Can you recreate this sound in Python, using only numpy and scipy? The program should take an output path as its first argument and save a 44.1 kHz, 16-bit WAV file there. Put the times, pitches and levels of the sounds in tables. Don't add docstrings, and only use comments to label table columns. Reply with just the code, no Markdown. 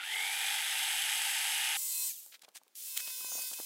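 import sys
import numpy as np
from scipy import signal
from scipy.fft import rfft, irfft, next_fast_len
from scipy.io import wavfile
from scipy.ndimage import uniform_filter1d, map_coordinates

SR = 44100
rng = np.random.default_rng(int(sys.argv[2]) if len(sys.argv) > 2 else 0)


def wav_out(sig):
    wavfile.write(sys.argv[1], SR, np.round(np.clip(np.atleast_2d(sig).T, -1, 1) * 32767).astype(np.int16))


N = 160965
CUT_END_S = 1.77


def undb(db):
    return 10 ** (np.asarray(db) / 20)


def unit(x):
    return x / np.sqrt(np.mean(x ** 2) + 1e-20)


def times():
    return np.arange(N) / SR


def curve(table, axis=1):
    rows = np.array(table, float)
    return np.interp(times(), rows[:, 0], rows[:, axis])


def noise():
    return rng.standard_normal(N)


def walk(rate):
    hold = max(int(SR / rate), 1)
    steps = np.repeat(noise()[:N // hold + 1], hold)
    smooth = uniform_filter1d(uniform_filter1d(steps, hold), hold // 2 + 1)
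    return unit(smooth[:N])


def colour(x, points):
    rows, size = np.array(points, float), next_fast_len(N + 8192)
    hz = np.maximum(np.arange(size // 2 + 1) * SR / size, 1)
    gain = unit(undb(np.interp(np.log(hz), np.log(rows[:, 0]), rows[:, 1])))
    cepstrum = irfft(np.log(gain), size)
    cepstrum[1:size // 2] *= 2
    cepstrum[size // 2 + 1:] = 0
    return irfft(rfft(x, size) * np.exp(rfft(cepstrum)), size)[:N]


def ring(x, hz, width_hz):
    return signal.lfilter(*signal.iirpeak(hz, hz / width_hz, SR), x)


def swell(at_s, width_s, limit):
    return np.exp(-np.minimum(((times() - at_s) / width_s) ** 2, limit))


def turning(speed, wobble):
    return np.cumsum(curve(speed) * (1 + wobble * walk(120))) / SR


def texture(cycles, repeat, size):
    same = map_coordinates(rng.standard_normal(size), [cycles % 1 * size], order=3, mode="grid-wrap")
    share = np.clip(repeat, 0, 1)
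    return np.sqrt(share) * same + np.sqrt(1 - share) * noise()


def whine(turns, orders, flutter_db, blur):
    out = 0
    for order, db in orders:
        phase = order * turns + blur * order * walk(200) + rng.random()
        out = out + undb(db + flutter_db * walk(24.94)) * np.sin(2 * np.pi * phase)
    return unit(out)


def blows(table, decay_s):
    t, out = times(), 0
    for at_s, db in table:
        out = out + undb(db) * (t >= at_s) * np.exp(-np.clip((t - at_s) / decay_s, 0, 20))
    return out


# place (0-1 of a stroke), level_db (relative)
STROKE_KNOCKS = [(0.128, -4), (.31, -3.5), (.47, -10.5), (.63, -4), (0.769, -12.5), (0.981, -5)]
KNOCK_DECAY_S, KNOCK_SCATTER_DB = 0.00094, 1.3


def plunger_force(strokes, stroke_hz):
    force = 0.24
    for place, db in STROKE_KNOCKS:
        cycle = strokes - place + 2
        scatter = undb(db + KNOCK_SCATTER_DB * noise()[cycle.astype(int)])
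        since_s = (cycle % 1) / stroke_hz
        force = force + scatter * np.exp(-since_s / KNOCK_DECAY_S)
    return force


# (relative, per Hz)
BODY_COLOUR = [(30, -61), (70, -39), (100, -38), (140, -45), (300, -36), (500, -25), (720, -21),
               (1100, -32), (1220, -8), (1380, -9.5), (1580, -3), (2100, 0.5), (2550, -2.5), (2800, -0.5),
               (3150, 3), (3600, -1.5), (4200, -11.5), (8000, -33), (16000, -65)]


def body_rattle(force, strokes):
    return unit(colour(force * texture(strokes, repeat=0.36, size=800), BODY_COLOUR))


# (relative, per Hz)
RASP_COLOUR = [(200, -61.5), (1500, -5.5), (3500, -10.5), (4050, -7.5), (4450, -2), (4750, -2),
               (5200, -0.5), (5800, -5), (6300, -0.5), (7250, -4.5), (7750, 3.5), (8100, 2), (8600, -1.5),
               (9200, 1.5), (9900, -2), (10700, 2), (11300, -0.5), (12200, -4.5), (12800, -4.5),
               (14000, -11), (16000, -18)]


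def blade_rasp(force, strokes):
    grit = undb(2 * walk(3000))
    return unit(colour((force + 1.1) * grit * texture(strokes, repeat=0.15, size=840), RASP_COLOUR))


# freq_hz, half_width_hz (half the band of each filter), level_db (relative)
SHOE_MODES = [(779.4, 52.4, 1), (825, 51, 0), (899.6, 46, 1)]


def shoe_ringing(force, strokes):
    push = force * texture(strokes, repeat=0.12, size=800)
    out = 0
    for k, (hz, half_width, db) in enumerate(SHOE_MODES):
        once = ring(push, hz, 2 * half_width)
        out = out + (-1) ** k * undb(db) * ring(once, hz, 2 * half_width)
    return unit(out)


# time_s, level_db
GEAR_LEVEL = [(0, -44.5), (.04, -52), (.1, -44.5), (.14, -37.5), (.19, -37.5), (.26, -40), (.36, -44),
              (.48, -42.5), (.6, -54), (1.77, -52)]
PINION_TEETH, GEAR_THROB, GEAR_BLUR_CYCLES = 5, .85, 0.14


def gear_whine(turns, strokes):
    load = 1 + GEAR_THROB * np.cos(4 * np.pi * strokes)
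    mesh = unit(load * np.sin(2 * np.pi * (PINION_TEETH * turns + GEAR_BLUR_CYCLES * walk(170))))
    hum = undb(-26) * np.sin(2 * np.pi * (turns + 0.14 * walk(60)))
    return (mesh + hum) * undb(curve(GEAR_LEVEL))


# order (multiple of the stroke rate), level_db (relative)
BUZZ_ORDERS = [(41, -0.5), (47, 0), (50, 1), (51, 0.5), (52, -2.5), (53, -1.5), (54, 1), (55, 1.5),
               (57, -4), (59, 0)]
# time_s, level_db
BUZZ_LEVEL = [(0, -80), (.45, -59), (.75, -43), (1.3, -41.5), (1.77, -39.5)]


def plunger_buzz(strokes):
    return whine(strokes, BUZZ_ORDERS, flutter_db=2.5, blur=0.0013) * undb(curve(BUZZ_LEVEL))


# time_s, speed_turns_per_s
CUT_SPEED = [(0, 290), (.03, 283), (.07, 359), (.13, 406), (.22, 437), (.34, 482), (.5, 488), (.9, 490),
             (1.3, 494), (1.77, 492)]
# time_s, rattle_db, rasp_db, shoe_db
CUT_LEVEL = [(0, -42.5, -56.5, -54), (.05, -41.5, -48, -55.5), (.11, -40.5, -45, -51),
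             (.2, -39.5, -41.5, -49), (.4, -36.5, -39, -49.5), (.58, -36, -37.5, -49), (.64, -36, -39, -51),
             (.8, -36, -37.5, -49), (1.3, -37, -36.5, -50.5), (1.77, -37, -36.5, -48.5)]
GEAR_RATIO = 9.4


def cutting():
    turns = turning(CUT_SPEED, wobble=.002)
    strokes, stroke_hz = turns / GEAR_RATIO, curve(CUT_SPEED) / GEAR_RATIO
    force = plunger_force(strokes, stroke_hz)
    saw = body_rattle(force, strokes) * undb(curve(CUT_LEVEL))
    saw = saw + blade_rasp(force, strokes) * undb(curve(CUT_LEVEL, axis=2))
    saw = saw + shoe_ringing(force, strokes) * undb(curve(CUT_LEVEL, axis=3))
    saw = saw + gear_whine(turns, strokes) + plunger_buzz(strokes)
    return saw * (times() < CUT_END_S)


# (relative, per Hz)
AIR_COLOUR = [(30, -25), (100, -22), (220, 1), (700, 3.5), (1500, -1), (4000, -1), (16000, -5)]


def outdoor_air():
    return undb(-74) * colour(noise(), AIR_COLOUR)


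def fan(turns, spectrum, throb, grit_db):
    pulse = 1 + throb * np.sin(2 * np.pi * turns)
    return colour(unit(noise() * pulse * undb(grit_db * walk(2500))), spectrum)


# time_s, speed_turns_per_s
LIGHT_SPEED = [(1.77, 523), (1.83, 522.5), (1.88, 519), (1.94, 513), (2.0, 513.3), (2.085, 514),
               (2.12, 420), (2.18, 286), (2.2, 260), (2.25, 172), (2.38, 20)]
# (relative, per Hz)
LIGHT_FAN = [(60, -55), (250, -35), (1400, -29.5), (2500, -17), (4000, -10.5), (6000, -6), (7500, -1.5),
             (8800, -3.5), (10500, -4.5), (13000, -1.5), (16000, -5)]
# order (multiple of the turn rate), level_db (relative)
LIGHT_ORDERS = [(1, -30.5), (2, -18.5), (3, -26), (4, -13.5), (5, -13), (6, -11.5), (7, -10.5), (8, -8),
                (9, -10), (10, -9), (11, -5), (13, -1.5), (14, 1), (15, 4.5), (16, 1), (17, 3.5),
                (19, -0.5), (20, -3), (21, 2.5), (22, -9), (23, -2), (24, -6), (25, -3), (26, -4), (27, 0),
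                (28, -3), (29, -3), (30, -2)]
# time_s, fan_db, whine_db
LIGHT_LEVEL = [(1.77, -38.5, -41), (1.86, -37.5, -39.5), (2.0, -36, -39), (2.08, -37, -37.5),
               (2.11, -39, -44), (2.15, -45, -77), (2.25, -52, -76), (2.35, -59.5, -93), (2.385, -80, -110)]
MOTOR_STOP_S = 2.39


def running_light():
    t, turns = times(), turning(LIGHT_SPEED, wobble=0.00074)
    hiss = fan(turns, LIGHT_FAN, throb=.1, grit_db=2.0) * undb(curve(LIGHT_LEVEL))
    tone = whine(turns, LIGHT_ORDERS, flutter_db=2.0, blur=.001) * undb(curve(LIGHT_LEVEL, axis=2))
    motor = hiss + tone + singing(turns) + brake_whistles(curve(LIGHT_SPEED))
    return motor * (t >= CUT_END_S) * (t < MOTOR_STOP_S)


# peak_s, width_s, order (multiple of the turn rate), level_db
SINGING = [(1.99, .075, 5, -52), (1.99, .085, 8, -52), (2.86, .1, 1, -78), (3.04, .1, 5, -51),
           (3.0, .05, 3, -64), (3.33, .06, 12, -51), (3.345, .05, 13, -46), (3.33, .06, 14, -52),
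           (3.39, .07, 8, -53), (3.44, .07, 9, -54)]


def singing(turns):
    out = 0
    for at_s, width_s, order, db in SINGING:
        tone = np.sqrt(2) * np.sin(2 * np.pi * round(order) * turns)
        out = out + undb(db) * swell(at_s, width_s, limit=30) * tone
    return out


# order (multiple of the turn rate), roughness (fraction of pitch),
# peak_s, width_s, level_db (peak)
BRAKE_WHISTLES = [(5.4, .02, 2.105, .014, -54), (10, .025, 2.125, .055, -57), (50, .028, 2.19, .022, -49.5),
                  (50, .035, 2.25, .03, -58)]


def brake_whistles(speed):
    out = 0
    for order, rough, at_s, width_s, db in BRAKE_WHISTLES:
        phase = np.cumsum(order * speed * (1 + rough * walk(1200))) / SR
        audible = order * speed < SR / 2
        out = out + undb(db) * swell(at_s, width_s, limit=30) * np.sin(2 * np.pi * phase) * audible
    return out


# start_s, level_db (at onset, before colouring)
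PLANK_KNOCKS = [(2.262, -60), (2.433, -57), (2.446, -61), (2.481, -54), (2.558, -57.5), (2.615, -62.5),
                (2.666, -64.5), (3.076, -50.5), (3.208, -48.5), (3.245, -48), (3.286, -54), (3.318, -44),
                (3.352, -50), (3.377, -47), (3.389, -48), (3.436, -56), (3.514, -49), (3.53, -55),
                (3.588, -49.5), (3.599, -46)]
# (relative, per Hz)
PLANK_COLOUR = [(40, -40), (130, -18), (300, -4), (500, 0.5), (1000, -1.5), (1500, -7.5), (2500, -30),
                (8000, -65)]


def plank_knocks():
    thud = blows(PLANK_KNOCKS, decay_s=0.002)
    tail = undb(-13.5) * blows(PLANK_KNOCKS, decay_s=0.02)
    return colour((thud + tail) * noise(), PLANK_COLOUR)


# peak_s, width_s, body_db, treble_db
SCRAPES = [(2.326, 0.0057, -55.5, -75), (2.348, 0.014, -52.5, -61), (2.422, 0.0043, -55.5, -53.5),
           (2.436, 0.0054, -60, -63), (2.447, 0.0061, -55, -63), (2.487, 0.0076, -64, -68),
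           (2.565, 0.016, -53, -48.5), (2.975, 0.011, -42.5, -40), (3.0, 0.0085, -41.5, -39),
           (3.075, 0.013, -47, -57), (3.102, 0.0064, -47.5, -54), (3.42, 0.0057, -49, -39),
           (3.538, .007, -50.5, -39.5)]
# (relative, per Hz)
SCRAPE_BODY = [(100, -52), (500, -14), (1000, -9.5), (1500, -2), (3500, 3.5), (5500, -2), (9000, -17),
               (16000, -35)]
# (relative, per Hz)
SCRAPE_TREBLE = [(300, -37), (2500, -20), (5000, -3), (8000, 3.5), (12000, -3.5), (16000, -7)]


def scraping(grit_db):
    body, treble = 0, 0
    for at_s, width_s, body_db, treble_db in SCRAPES:
        rub = swell(at_s, width_s, limit=20)
        body = body + undb(body_db) * rub
        treble = treble + undb(treble_db) * rub
    grit = unit(undb(grit_db * walk(1200)))
    return colour(body * grit * noise(), SCRAPE_BODY) + colour(treble * grit * noise(), SCRAPE_TREBLE)


# start_s, level_db (at onset, before colouring)
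TICKS = [(2.3462, -52), (2.394, -49), (2.4885, -49), (2.517, -63), (2.6345, -50.5), (2.680, -52.5),
         (2.754, -39), (2.882, -41), (2.9705, -28), (2.974, -20), (2.9762, -30)]
# (relative, per Hz)
TICK_COLOUR = [(100, -53), (1500, -16), (2800, 0.5), (5000, -3), (8000, -1), (16000, -3)]
SNAP_S, SNAP_DB = 2.9762, -7


def ticks_and_snap():
    snap = undb(SNAP_DB) * (np.arange(N) == int(SNAP_S * SR))
    return colour(blows(TICKS, decay_s=0.00085) * noise() + snap, TICK_COLOUR)


# time_s, speed_turns_per_s
RESTART_SPEED = [(2.753, 250), (2.775, 408), (2.8, 482.5), (2.842, 512.3), (2.898, 526.7), (3.004, 513),
                 (3.25, 508.8), (3.518, 510.8), (3.538, 498), (3.56, 516), (3.65, 509)]
# (relative, per Hz)
RESTART_FAN = [(60, -62), (250, -39), (1000, -26.5), (1800, -18), (3000, -6), (5000, -3), (7500, 1),
               (11000, 1.5), (16000, -0.5)]
# order (multiple of the turn rate), level_db (relative)
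RESTART_ORDERS = [(1, -18.5), (2, -12.5), (3, -14), (4, -12), (5, 0.5), (6, -6.5), (7, -4.5), (8, -1.5),
                  (9, -8.5), (10, 2), (11, -4), (12, -6), (13, -5), (14, -6), (15, -4), (16, -10), (17, -6),
                  (18, 2), (19, -9), (20, -6), (21, -7), (22, -4), (23, -12), (24, -9), (25, -5), (26, -7),
                  (27, 2), (28, -9), (29, 4.5), (30, -4)]
# time_s, fan_db, whine_db
RESTART_LEVEL = [(2.753, -48.5, -84), (2.785, -44, -79), (2.87, -41.5, -53.5), (2.96, -43, -45.5),
                 (3.05, -41.5, -46), (3.24, -42, -42.5), (3.41, -39.5, -43.5), (3.5, -41, -44.5),
                 (3.53, -42, -51), (3.58, -43, -46), (3.65, -41.5, -52)]
RESTART_S, RESTART_ATTACK_S = 2.747, 0.011


def restart():
    turns = turning(RESTART_SPEED, wobble=.001)
    hiss = fan(turns, RESTART_FAN, throb=0.11, grit_db=1.5) * undb(curve(RESTART_LEVEL))
    tone = whine(turns, RESTART_ORDERS, flutter_db=2.5, blur=.0015) * undb(curve(RESTART_LEVEL, axis=2))
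    fade_in = np.clip((times() - RESTART_S) / RESTART_ATTACK_S, 0, 1)
    return (hiss + tone + singing(turns)) * fade_in


def scene():
    mono = cutting() + outdoor_air() + running_light()
    mono = mono + plank_knocks() + scraping(grit_db=3) + ticks_and_snap() + restart()
    return np.array([mono, mono])


def record(dry):
    lowpass = signal.ellip(12, .1, 80, 15800, fs=SR, output="sos")
    return signal.sosfilt(lowpass, dry)


dry = scene()
out = record(dry)
wav_out(out)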